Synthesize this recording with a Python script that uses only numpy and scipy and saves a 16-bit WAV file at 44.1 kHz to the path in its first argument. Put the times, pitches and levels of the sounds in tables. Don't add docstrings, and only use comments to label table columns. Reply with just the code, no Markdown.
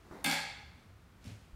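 import sys
import numpy as np
from scipy import signal
from scipy.fft import rfft, irfft, next_fast_len
from scipy.io import wavfile

SR = 44100
rng = np.random.default_rng(int(sys.argv[2]) if len(sys.argv) > 2 else 0)


def wav_out(sig):
    wavfile.write(sys.argv[1], SR, np.round(np.clip(np.atleast_2d(sig).T, -1, 1) * 32767).astype(np.int16))


N = 68355
CRACK_RISE_S = 0.00014


def amp(db):
    return 10 ** (np.asarray(db) / 20)


def along(points, hz):
    freqs, values = np.transpose(points)
    return np.interp(np.log(hz + 1), np.log(freqs + 1), values)


def since(s):
    return np.maximum(np.arange(N) / SR - s, 0)


def level(points):
    return amp(np.interp(since(0), *np.transpose(points)))


def filtered(x, response):
    size = next_fast_len(N + SR // 2)
    return irfft(rfft(x, size) * response(np.fft.rfftfreq(size, 1 / SR)), size)[:N]


def noise(spectrum):
    x = filtered(rng.standard_normal(N), lambda hz: amp(along(spectrum, hz)))
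    return x / np.sqrt(np.mean(x ** 2) + 1e-20)


def fall(t, t60):
    return 10 ** (-3 * t / t60)


def burst(s, rise, t60):
    t = since(s)
    return (1 - np.exp(-t / rise)) * fall(t, t60)


def ring(s, hz, rise, t60):
    return np.sin(2 * np.pi * hz * since(s)) * burst(s, rise, t60)


def room_tone():
    # (frequency [Hz], level [dB])
    air_spectrum = [(15, -45), (28, -18), (45, -1), (68, 0.5), (105, -2), (140, -7.5), (200, -9),
                    (350, -17), (480, -20), (1400, -21.5), (2400, -28), (6000, -36.5), (16000, -44)]
    return amp(-59) * noise(air_spectrum)


def sleeve():
    # (time [s], level [dB])
    swing = [(0, -80), (.06, -61), (.105, -60.5), (.135, -52), (.17, -52), (.235, -55), (.3, -65),
             (.4, -100)]
    # (frequency [Hz], level [dB])
    swish_spectrum = [(60, -34), (200, 1.5), (350, 1.5), (500, -3), (1000, -4.5), (1500, -12.5),
                      (2100, -12), (2900, -29.5), (3600, -22), (7000, -30.5), (15000, -35.5)]
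    # (time [s], level [dB])
    flaps = [(.111, -45.5), (0.1225, -45), (.144, -74)]
    # (frequency [Hz], level [dB])
    flap_spectrum = [(60, 4), (200, 8), (350, 5.5), (500, -16), (1000, 2.5), (1500, -2.5), (2100, -19),
                     (2900, -24), (7000, -27.5), (15000, -38)]
    snaps = sum(amp(db) * burst(s, rise=0.00035, t60=0.052) for s, db in flaps)
    return noise(swish_spectrum) * level(swing) + noise(flap_spectrum) * snaps


def skewer_tip():
    # (frequency [Hz], level [dB])
    bite_spectrum = [(200, -15), (1000, 8), (3000, -17), (4000, -14), (6000, -1), (9500, 4), (14500, -4),
                     (16000, 2.5)]
    bite = amp(-30) * noise(bite_spectrum) * burst(0.2423, CRACK_RISE_S, t60=0.036)
    twang = amp(-32) * ring(0.2448, hz=3592, rise=CRACK_RISE_S, t60=0.091)
    return bite + twang


def skewer_rattle():
    # (time [s], relative crack level [dB], relative clack level [dB], low-pass corner [Hz])
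    contacts = [(.2452, -10.5, -8.5, 20000), (.2612, -3, -7.5, 3460), (.2982, -12, -26, 16100),
                (.3125, -6, -13.5, 5030), (.324, -14, -9.5, 4040)]
    # (frequency [Hz], level [dB])
    crack_spectrum = [(100, -35), (440, -15), (600, -2.5), (1080, -13), (1500, 5), (2650, 3), (3020, -0.5),
                      (3400, -3.5), (4600, 4.5), (5100, -1.5), (7500, 1), (9900, -9), (10400, -2.5),
                      (14500, -3), (16000, -24)]
    # (frequency [Hz], relative level [dB], t60 [s])
    clack_modes = [(572, -24, .08), (826, -2.5, 0.028), (1266, -16, 0.077), (1520, -14, .03),
                   (1682, -6, 0.031), (1805, -4, 0.016), (2125, -2.5, 0.037), (2264, -2, 0.032),
                   (2575, -1.5, 0.018), (3346, -11, 0.076), (3527, -4.5, 0.031), (4200, -9.5, 0.03),
                   (5410, -16, 0.017), (7800, -24, 0.027), (8320, -15, 0.072), (9640, 0.5, 0.015),
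                   (12500, -20, 0.035), (15000, -15, 0.022)]
    out = np.zeros(N)
    for s, crack_db, clack_db, hardness_hz in contacts:
        crack = noise(crack_spectrum) * burst(s, CRACK_RISE_S, t60=0.018)
        clack = np.zeros(N)
        for mode_hz, db, t60 in clack_modes:
            gain = amp(db + rng.normal(0, 1))
            detune = 1 + 0.014 * rng.normal()
            clack += gain * ring(s, mode_hz * detune, rise=0.0011, t60=t60)
        hit = amp(crack_db) * crack + amp(clack_db) * clack
        hit = filtered(hit, lambda hz: 1 / (1 + 1j * hz / hardness_hz))
        out += hit + amp(3.5) * hall(hit)
    return amp(-18) * out


def hall(x):
    # (frequency [Hz], t60 [s])
    decay_times = [(100, 0.56), (350, 0.68), (800, 0.77), (2200, 0.83), (4300, 0.75), (6500, 0.63),
                   (10000, 0.44), (15000, 0.3)]
    hz, t, bands = signal.stft(rng.standard_normal(N), SR, nperseg=256)
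    bands *= fall(t, along(decay_times, hz)[:, None])
    tail = signal.istft(bands, SR, nperseg=256)[1][:N]
    tail *= 1 - np.exp(-since(0.001) / 0.004)
    return signal.fftconvolve(x, tail / np.linalg.norm(tail))[:N]


def board_boom():
    # (frequency [Hz], level [dB], t60 [s])
    boom_modes = [(162.6, -38, 0.65), (225.6, -36, 0.39), (261.5, -33, 0.34), (285.6, -33, 0.33),
                  (331.4, -45, 0.42), (794.4, -42, 0.62), (849.4, -38.5, 0.35), (1596, -37, 0.51),
                  (1645, -40, 0.52), (2123, -39, 0.58), (2250, -45, 0.35), (2337, -41.5, 0.44),
                  (3302, -57, 0.3)]
    return sum(amp(db) * ring(0.248, hz, rise=0.012, t60=t60) for hz, db, t60 in boom_modes)


def feet():
    # (time [s], level [dB])
    brushing = [(0, -73), (.75, -75), (.83, -72.5), (.95, -98), (1.19, -82), (1.23, -66.5), (1.3, -61),
                (1.44, -70.5), (1.55, -80)]
    # (time [s], frequency [Hz], level [dB], t60 [s])
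    flexes = [(.525, 66, -49.5, 0.31), (.63, 72.5, -51.5, 0.42), (1.27, 102, -34, 0.12),
              (1.314, 105.9, -37.5, 0.23), (1.529, 50, -41, 0.84)]
    # (time [s], thud level [dB], scuff level [dB], thud rise [s])
    footfalls = [(0.751, -59.5, -70, 0.0052), (1.249, -45.5, -51.5, 0.0064), (1.39, -57, -69, 0.045)]
    # (frequency [Hz], level [dB])
    scuff_spectrum = [(100, -5), (600, 0), (1100, -9), (2400, -1.5), (3400, -6), (4400, -7), (7000, -11),
                      (10000, -17), (14000, -24.5), (16000, -31)]
    # (frequency [Hz], level [dB])
    thud_spectrum = [(30, -31), (60, 3.5), (105, -22), (145, -4), (200, 2), (300, -6), (450, -19.5),
                     (800, -21), (2000, -66), (8000, -77)]
    scuff_lead_s = 0.0063
    out = noise(scuff_spectrum) * level(brushing)
    out += sum(amp(db) * ring(s, hz, rise=0.0056, t60=t60) for s, hz, db, t60 in flexes)
    for s, thud_db, scuff_db, rise in footfalls:
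        out += amp(thud_db) * noise(thud_spectrum) * burst(s, rise, t60=0.34)
        out += amp(scuff_db) * noise(scuff_spectrum) * burst(s - scuff_lead_s, rise=0.023, t60=0.41)
    return out


def skewers_in_hand():
    # (time [s], level [dB])
    tick_times = [(1.2427, -50), (1.251, -52.5), (1.26, -51), (1.2783, -53)]
    # (frequency [Hz], level [dB])
    tick_spectrum = [(300, -25), (1500, 10), (2400, -8), (4400, 9), (8000, 2), (14000, -6), (16000, -10)]
    envelope = sum(amp(db) * burst(s, rise=0.0002, t60=0.0097) for s, db in tick_times)
    return noise(tick_spectrum) * envelope


def scene():
    throw = sleeve() + skewer_rattle() + skewer_tip() + board_boom()
    return (throw + feet() + skewers_in_hand() + room_tone())[None]


def record(dry):
    top_hz = 15800
    return filtered(dry[0], lambda hz: 1 / np.sqrt(1 + (hz / top_hz) ** 300))[None]


dry = scene()
out = record(dry)
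wav_out(out)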